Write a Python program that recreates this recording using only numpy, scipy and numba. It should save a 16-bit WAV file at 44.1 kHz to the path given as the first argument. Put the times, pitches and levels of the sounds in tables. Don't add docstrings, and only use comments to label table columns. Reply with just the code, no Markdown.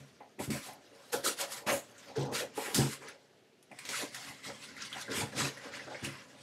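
import sys
import numpy as np
from scipy import signal
from scipy.fft import rfft, irfft
from scipy.io import wavfile
from scipy.ndimage import uniform_filter1d
from numba import njit

SR = 44100
rng = np.random.default_rng(int(sys.argv[2]) if len(sys.argv) > 2 else 0)


def pcm_store(signal):
    levels = np.round(np.clip(np.atleast_2d(signal), -1, 1) * 32767)
    wavfile.write(sys.argv[1], SR, levels.astype(np.int16).T)


N = 283122

# start_s, level_db, centre_hz, t60_s (time to fade by 60 dB), side_bands_db (re centre)
CREASE_SNAPS = [(0.2038, -44.5, 2080, 0.19, -17), (0.3909, -30.5, 2190, 0.12, -21),
                (0.5032, -35.5, 2400, 0.48, 10), (0.7326, -44, 10400, 0.071, -6),
                (1.1297, -27.5, 1470, 0.25, 1), (1.667, -20.5, 2280, 0.073, -27),
                (1.9798, -40, 7100, 0.14, -20), (2.1549, -34.5, 1500, 0.39, -20),
                (2.7451, -25.5, 8600, 0.31, 12.5), (3.0848, -31, 1560, 0.1, -3),
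                (3.6271, -48, 9500, 0.09, 1), (3.715, -33, 2130, 0.079, -14), (3.7882, -32.5, 2350, 0.1, 4),
                (3.852, -36.5, 2470, 0.18, 8), (3.89, -33.5, 2280, 0.39, 10), (3.9894, -31, 2390, 0.19, -2),
                (4.1459, -33.5, 1890, 0.19, 7.5), (4.4994, -31, 2070, 0.091, -21),
                (4.765, -33.5, 2030, 0.22, -10), (4.8213, -26, 5640, 0.079, -18),
                (4.8544, -45, 2260, 0.12, -10), (4.9281, -25, 3280, 0.11, -7.5),
                (5.0803, -28, 1620, 0.16, -26), (5.1177, -29, 2180, 0.077, 2),
                (5.3272, -35, 1690, 0.16, -19), (5.5716, -34.5, 1777, 0.22, -7),
                (5.7363, -29, 1960, 0.11, -22), (5.7921, -26, 1910, 0.097, -27),
                (5.8711, -35, 1420, 0.45, -19), (5.9463, -26.5, 2000, 0.12, -36),
                (6.0451, -25.5, 2650, 0.22, -1.5)]
# start_s, level_db, upper_modes_db (re lowest), favoured_hz (upper mode rung most),
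# held_s (seconds before the boom fades faster)
BOX_BUMPS = [(0., -35.5, -40, 197.5, 0.049), (0.394, -30, -4, 280, 0.085), (0.477, -13.5, -27, 268, 0.045),
             (1.131, -43, -3, 530, 0.12), (1.665, -18.5, 9, 233, 0.064), (2.157, -37, -16, 453, 0.1),
             (2.178, -11, -23.5, 350, 0.06), (2.566, -32, 4, 468, 0.077), (2.665, -35, 1, 380, 0.1),
             (2.787, -3.5, -23, 254, 0.077), (5.088, -26.5, -4, 452, 0.094),
             (5.177, -15.5, -17.5, 216, 0.064), (5.391, -18, -2, 234, 0.081), (5.42, -18, -34, 234, 0.037),
             (5.866, -31, 3, 568, 0.1), (6.027, -18.5, -12, 199, 0.093)]
# pitch_hz, level_db, t60_s (when bumped; rubbed walls fade sooner)
BOX_MODES = [(87.3, -19, 0.09), (139.4, -6.5, 0.84), (202.3, 0, 0.135), (216, 10.5, 0.14), (255.8, 7, 0.23),
             (335.2, 4.5, 0.64), (386, 11, 0.18), (510, -9, 0.22), (590, -28, .15)]
# pitch_hz, level_db
BEAD_COLOUR = [(2800, -2.5), (3300, 0.5), (4500, 0.5), (6200, -1), (7000, -8)]
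# pitch_hz, level_db
FINE_COLOUR = [(7000, -3.5), (7900, -2.5), (9500, -5.5), (11500, -7.5), (13500, -18.5), (15500, -25)]
# pitch_hz, level_db
SLEEVE_COLOUR = [(1100, 5), (1500, 5), (2100, 2.5), (2800, 1)]
# pitch_hz, level_db
HOLLOW_COLOUR = [(330, 0), (500, -7.5), (800, 4), (1100, -11.5)]
# pitch_hz, level_db (per Hz)
AIR_SPECTRUM = [(24, -52.5), (40, -58), (139, 0), (333, -1), (377, 6), (817, -5), (1020, -12.5),
                (2920, -11), (5720, -19.5), (14000, -29), (15500, -58)]
# start_s, rise_s, hold_s, bead_hiss_db, fine_beads_db (re hiss),
# sheet_ring_db (re hiss)
FOAM_STROKES = [(0.384, 0.016, 0.055, -49.5, 2.5, 0), (0.487, 0.039, 0.046, -47.5, 0.5, 2.5),
                (0.604, 0.037, 0.032, -49.5, -0.5, -4), (1.116, 0.015, 0.0035, -34.5, -1, -9),
                (1.228, 0.027, .025, -33.5, 0.5, -5.5), (1.358, 0.054, 0.0071, -36.5, 0, -2.5),
                (1.484, 0.04, 0.01, -42.5, 1, -2.5), (1.55, 0.024, 0.0074, -50, 0, 1),
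                (1.659, 0.012, 0.028, -38, -4, 6.5), (1.693, 0.036, 0.012, -44.5, 9, 2),
                (1.96, 0.026, 0.12, -66.5, -7, 4.5), (2.152, .01, 0.069, -48.5, -13.5, -26),
                (2.309, 0.042, 0.044, -37, -3.5, -1), (2.531, 0.046, 0.071, -49.5, 2, 4),
                (2.617, 0.037, 0.065, -52.5, 3, 8.5), (2.723, 0.04, 0.015, -34, -0.5, -12),
                (2.768, 0.039, 0.13, -47.5, -0.5, -0.5), (2.989, 0.041, .01, -60, 2, 7.5),
                (3.052, 0.03, .005, -51.5, -20, 1), (3.67, 0.15, 0.016, -59.5, -1.5, 0),
                (3.832, 0.056, 0.046, -49.5, 0, -4), (3.897, 0.077, 0.053, -39.5, 0.5, -5.5),
                (4.093, 0.067, 0.05, -53, 1.5, -7), (4.193, 0.053, 0.066, -54.5, 0.5, -2),
                (4.419, 0.041, 0.022, -44, -3.5, -6), (4.563, 0.072, 0.021, -54, -1.5, -6),
                (4.681, 0.023, 0.0057, -57, -12, 1), (4.755, 0.028, .04, -51.5, -14, -7),
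                (4.816, 0.035, .005, -44, -8, -6.5), (4.877, .05, 0.056, -57, 0, 9),
                (4.961, 0.051, .005, -46, -2.5, -13), (5.084, 0.031, 0.018, -46, -11, -1),
                (5.122, 0.042, 0.051, -39.5, 2, 1), (5.311, 0.017, 0.018, -57, -2, 5),
                (5.343, 0.042, 0.026, -34, -3, 1.5), (5.41, 0.04, 0.032, -43.5, -3.5, -5),
                (5.548, 0.12, .01, -54, -7.5, 7.5), (5.699, 0.052, 0.0035, -48.5, -11, 0),
                (5.782, 0.023, 0.064, -61.5, -17, 5), (5.882, 0.056, 0.09, -60, -27, 2.5),
                (6.018, 0.028, 0.0039, -44, 0.5, 2), (6.065, 0.043, 0.098, -63.5, -13, 8),
                (6.35, 0.11, .01, -55, -5, -9)]
# start_s, rise_s, hold_s, block_hollow_db, resonance_hz,
# box_walls_db (re hollow)
HOLLOW_SQUEEZES = [(0.202, 0.0046, 0.0062, -45.5, 784, -22), (0.377, 0.023, .005, -36.5, 388, 0.5),
                   (0.455, 0.05, 0.0041, -51, 358, 23.5), (0.526, 0.027, .005, -46, 616, -1),
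                   (0.64, 0.049, .01, -44.5, 750, -19), (.73, .03, 0.027, -66, 806, -13),
                   (0.89, 0.028, 0.024, -61, 480, -11), (1.117, 0.025, 0.0073, -31.5, 460, -10),
                   (1.231, 0.018, 0.036, -35.5, 426, -25), (1.383, 0.026, 0.019, -39.5, 573, -25),
                   (1.661, 0.019, 0.061, -34.5, 602, -8), (2.002, 0.11, .005, -48.5, 590, -19),
                   (2.153, 0.018, 0.0075, -33, 414, -2.5), (2.18, 0.031, 0.13, -40, 440, -4),
                   (2.367, 0.049, 0.014, -36.5, 447, -25), (2.572, 0.007, 0.0096, -33.5, 462, -59),
                   (2.645, 0.036, 0.0058, -37.5, 440, -15), (2.714, 0.08, 0.0069, -32, 366, 7.5),
                   (2.789, 0.058, 0.028, -44, 385, 3.5), (2.96, 0.052, 0.071, -56, 383, -11),
                   (3.704, 0.0095, 0.014, -52, 690, -8), (3.819, 0.077, .03, -46.5, 430, -12),
                   (3.96, 0.065, 0.0072, -40.5, 544, -16), (4.12, 0.064, .005, -53, 880, -6),
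                   (4.228, 0.047, .03, -59, 750, 5), (4.434, .03, .02, -55.5, 443, 8.5),
                   (4.477, 0.015, 0.0046, -46, 504, -10), (4.68, 0.027, 0.0079, -72, 595, 9),
                   (4.943, 0.018, 0.0069, -48, 770, -3), (5.074, 0.015, 0.077, -42, 410, -0.5),
                   (5.152, 0.074, .005, -41.5, 463, 6.5), (5.296, 0.091, 0.021, -40, 507, 6.5),
                   (5.422, 0.04, 0.0045, -37.5, 385, -8), (5.552, 0.027, 0.0057, -59, 600, -5),
                   (5.614, 0.047, 0.0057, -46.5, 470, -3), (5.713, 0.042, 0.076, -61, 537, 0),
                   (5.864, 0.0071, 0.009, -43.5, 610, -19), (5.905, 0.0093, 0.023, -44.5, 560, -19),
                   (6.016, 0.047, 0.012, -55.5, 497, 13), (6.316, .02, 0.027, -68, 513, -7)]
# time_s, bead_hiss_db, fine_beads_db,
# block_hollow_db, box_walls_db
HELD_RUSTLE = [(0., -61, -66, -60.5, -58.5), (.15, -69.5, -81, -88, -63.5), (.36, -73.5, -85, -89, -63),
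               (.75, -66, -78, -69, -64), (.93, -63.5, -73.5, -63.5, -66), (1.1, -61.5, -66, -62, -65),
               (1.63, -72, -98, -54, -58), (1.85, -63.5, -70, -62.5, -61.5), (2.5, -64, -87, -66, -56.5),
               (3.15, -68, -75, -62.5, -67), (3.3, -73, -82, -72, -69), (3.62, -79, -86, -97, -73),
               (3.9, -59, -69, -73, -56.5), (4.4, -58.5, -62.5, -68.5, -62), (4.8, -59.5, -65.5, -62, -54),
               (5.55, -59.5, -70, -60, -59), (6.1, -60.5, -63, -59, -53.5),
               (6.42, -63, -69.5, -64.5, -59.5)]

AIR_DB = -66.5
ROOM_T60_S, ROOM_DB = 0.19, -12.5
TOP_HZ = 15700
SLEEVE_HZ, TAUT_S = 2050, (3.7, 5.07)
RISE_POWER = 1.86
STROKE_FALL_DB_PER_S, SQUEEZE_FALL_DB_PER_S = 324.5, 348
SHEET_HZ, SHEET_HZ_PER_DB, SHEET_WANDER_HZ = 1980, 7.5, 150
STEP = 44
WALL_FUNDAMENTAL_DB, CRINKLE_TILT_DB_PER_OCTAVE = 1.5, -2
RUSTLE_SHEET_DB, RUSTLE_HZ = -0.5, 540
SLEEVE_FROM_S, TOP_BAND_HZ, BLOCK_TOP_DB, SLEEVE_TOP_DB = 2.97, 13500, 5, -3.5


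def undb(db):
    return 10 ** (np.asarray(db) / 20)


def unit(x):
    return x / np.sqrt(np.mean(x ** 2))


def band(x, hz, width, order=1):
    edges = np.clip([hz - width / 2, hz + width / 2], 20, SR / 2.2)
    return signal.sosfilt(signal.butter(order, edges, "bandpass", fs=SR, output="sos"), x)


@njit
def moving_band(x, hz, sharp):
    y, b, l = np.empty(len(x)), 0., 0.
    for i in range(len(x)):
        g = np.tan(np.pi * hz[i] / SR)
        v = (b + g * (x[i] - l)) / (1 + g * (g + 1 / sharp))
        b, l, y[i] = 2 * v - b, l + 2 * g * v, v
    return y


def ring(x, hz, t60):
    pole = np.exp(2j * np.pi * hz / SR - np.log(1000) / (t60 * SR))
    return signal.lfilter([1], [1, -pole], x).imag


def walk(rate):
    gap = int(SR / rate)
    levels = rng.standard_normal(N // gap + 2)
    steps = np.interp(np.arange(N) / gap, np.arange(N // gap + 2), levels)
    return 1.2 * uniform_filter1d(steps, gap // 2)


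def slips(scatter_db):
    boost_db = scatter_db * np.minimum(rng.exponential(size=N), 5.)
    return rng.standard_normal(N) * undb(boost_db)


def resonant(hz, sharp):
    once = moving_band(slips(3.3), hz, sharp)
    return unit(moving_band(once, hz, sharp))


def rub(colour, patchy_db, scatter_db=3.0, count=8):
    hz, db = np.transpose(colour)
    width = (hz[-1] - hz[0]) / count
    out = 0
    swarms = slips(scatter_db), slips(scatter_db)
    for k, f in enumerate(np.linspace(hz[0], hz[-1], count)):
        level_db = np.interp(np.log(f), np.log(hz), db) + patchy_db * walk(22)
        out = out + undb(level_db) * band(swarms[k % 2], f, width, order=2)
    return unit(out)


def curves(rows):
    s, *columns = np.transpose(rows)
    return [np.interp(np.arange(N) / SR, s, c) for c in columns]


def gestures(rows, fall_db_per_s):
    t = np.arange(0, N + STEP, STEP) / SR
    start, rise, hold, db = (c[:, None] for c in np.transpose(rows)[:4])
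    up = np.clip((t - start) / np.maximum(rise, .002), 0, 1) ** RISE_POWER
    falling_s = np.maximum(t - start - rise - np.maximum(hold, 0), 0)
    return up * undb(db - fall_db_per_s * falling_s)


def joined(gains, weights):
    total = np.asarray(weights) @ gains
    return np.interp(np.arange(N) / STEP, np.arange(len(total)), total)


def bumps():
    out, t = np.zeros(N + SR), np.arange(SR // 2) / SR
    push = np.sin(np.pi * np.clip(t / 0.00069, 0, 1)) ** 2
    for s, db, upper_db, best_hz, held_s in BOX_BUMPS:
        rattle = 0.63 * rng.standard_normal(len(t)) * np.exp(-t / 0.013)
        drive = push + rattle
        place_db = 1.03 * rng.standard_normal(len(BOX_MODES))
        boom = 0
        for (hz, mode_db, t60), spot_db in zip(BOX_MODES, place_db):
            favour_db = (upper_db + 5.0 - 10.2 * abs(np.log2(hz / best_hz))) * (hz > 160)
            boom = boom + undb(mode_db + spot_db + favour_db) * ring(drive, hz, t60)
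        boom *= np.exp(-np.maximum(t - held_s, 0) / .027)
        out[int(s * SR):][:len(t)] += undb(db - 14.5) * boom / np.max(np.abs(boom))
    return out[:N]


def crinkles():
    out = 0
    for hz in np.geomspace(1300, 9000, num=18):
        strength = undb(0.93 * np.minimum(rng.exponential(size=N), 3.))
        ticks = (rng.random(N) < 16 / SR) * strength
        puff = signal.lfilter([1], [1, -np.exp(-1 / (.008 * SR))], ticks)
        tick = unit(band(puff * rng.standard_normal(N), hz, 120 + .06 * hz, order=2))
        out = out + undb(CRINKLE_TILT_DB_PER_OCTAVE * np.log2(hz / 1300)) * tick
    return unit(out)


def sliding():
    gains = gestures(FOAM_STROKES, STROKE_FALL_DB_PER_S)
    rustle, rustle_fine = undb(curves(HELD_RUSTLE)[:2])
    fine_db, sheet_db = np.transpose(FOAM_STROKES)[4:]
    hiss = joined(gains, np.ones(len(gains))) + rustle
    fine = joined(gains, undb(fine_db)) + rustle_fine
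    sheet = joined(gains, undb(sheet_db)) + undb(RUSTLE_SHEET_DB) * rustle
    pressing_db = 20 * np.log10(hiss) + 45
    sheet_hz = SHEET_HZ + SHEET_HZ_PER_DB * pressing_db + SHEET_WANDER_HZ * walk(12)
    t = np.arange(N) / SR
    taut = (t > TAUT_S[0]) * (t < TAUT_S[1]) * undb(1.9 * walk(16))
    sleeve = unit(band(slips(3.), SLEEVE_HZ, 260, order=2))
    ring_sheet = 0.5 * resonant(sheet_hz, 2.6) + 0.9 * rub(SLEEVE_COLOUR, 2.2, count=5)
    ring_sheet = ring_sheet + .8 * taut * sleeve
    beads = rub(BEAD_COLOUR, 1.93, count=8) + undb(-1.5) * crinkles()
    grit = rub(FINE_COLOUR, 2.4, count=10)
    catching = undb(1.43 * walk(45))
    return catching * (hiss * beads + fine * grit + sheet * ring_sheet)


def bodies():
    gains = gestures(HOLLOW_SQUEEZES, SQUEEZE_FALL_DB_PER_S)
    rustle, rustle_walls = undb(curves(HELD_RUSTLE)[2:])
    squeeze_hz, walls_db = np.transpose(HOLLOW_SQUEEZES)[4:]
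    hollow = joined(gains, np.ones(len(gains))) + rustle
    hollow_hz = (joined(gains, squeeze_hz) + RUSTLE_HZ * rustle) / hollow
    block = 0.61 * resonant(hollow_hz, 2.62) + 0.47 * rub(HOLLOW_COLOUR, 4.6, count=4)
    shake = rng.standard_normal(N) * (joined(gains, undb(walls_db)) + rustle_walls)
    walls = 0
    for hz, db, t60 in BOX_MODES[1:5]:
        mode_db = db + WALL_FUNDAMENTAL_DB * (hz < 160)
        walls = walls + undb(mode_db) * ring(shake, hz, 0.37 * t60)
    return hollow * block + undb(-40.5) * walls


def air():
    hz, db = np.transpose(AIR_SPECTRUM)
    f = np.arange(N // 2 + 1) * SR / N + 1
    shape = undb(np.interp(np.log(f), np.log(hz), db))
    hush = irfft(rfft(rng.standard_normal(N)) * shape, N)
    return undb(AIR_DB + 0.11 * walk(7.04)) * unit(hush)


def snaps():
    out, t = np.zeros(N + SR), np.arange(SR // 4) / SR
    for s, db, hz, t60, bright_db in CREASE_SNAPS:
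        noise = rng.standard_normal((2, len(t)))
        sides = sum(unit(band(noise[1], f, 500)) for f in rng.uniform(1200, 11400, size=4))
        wide = unit(sides) + 0.84 * unit(band(noise[0], 4920, 8200, order=2))
        main = unit(band(noise[0], hz, 0.27 * hz, order=2))
        crackle = main + undb(bright_db) * unit(wide)
        crack = 0.66 * np.exp(-t / 0.0013)
        fade = np.exp(-np.log(1000) * t / max(t60, .01)) + crack
        out[int(s * SR):][:len(t)] += undb(db - 16.0) * crackle * fade
    return out[:N]


def room(x):
    t = np.arange(SR // 2) / SR
    fade = -np.log(1000) * t / ROOM_T60_S
    noise = rng.standard_normal(len(t))
    dull = band(noise, 1500, 3600)
    tail = dull * np.exp(fade) + (noise - dull) * np.exp(3.84 * fade)
    tail = tail * (t > .003)
    echoes = signal.fftconvolve(x, tail / np.sqrt(np.sum(tail ** 2)))[:N]
    return x + undb(ROOM_DB) * echoes


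def scene():
    t = np.arange(N) / SR
    foam = undb(-4.0) * sliding() + snaps()
    top_db = np.where(t < SLEEVE_FROM_S, BLOCK_TOP_DB, SLEEVE_TOP_DB)
    foam = foam + (undb(top_db) - 1) * band(foam, TOP_BAND_HZ, 4800)
    mono = room(foam + bodies()) + bumps() + air()
    return np.array([mono, mono])


def record(dry):
    dry = signal.sosfilt(signal.butter(8, 72, "highpass", fs=SR, output="sos"), dry)
    return signal.sosfilt(signal.ellip(14, .2, 80, TOP_HZ, fs=SR, output="sos"), dry)


dry = scene()
out = record(dry)
pcm_store(out)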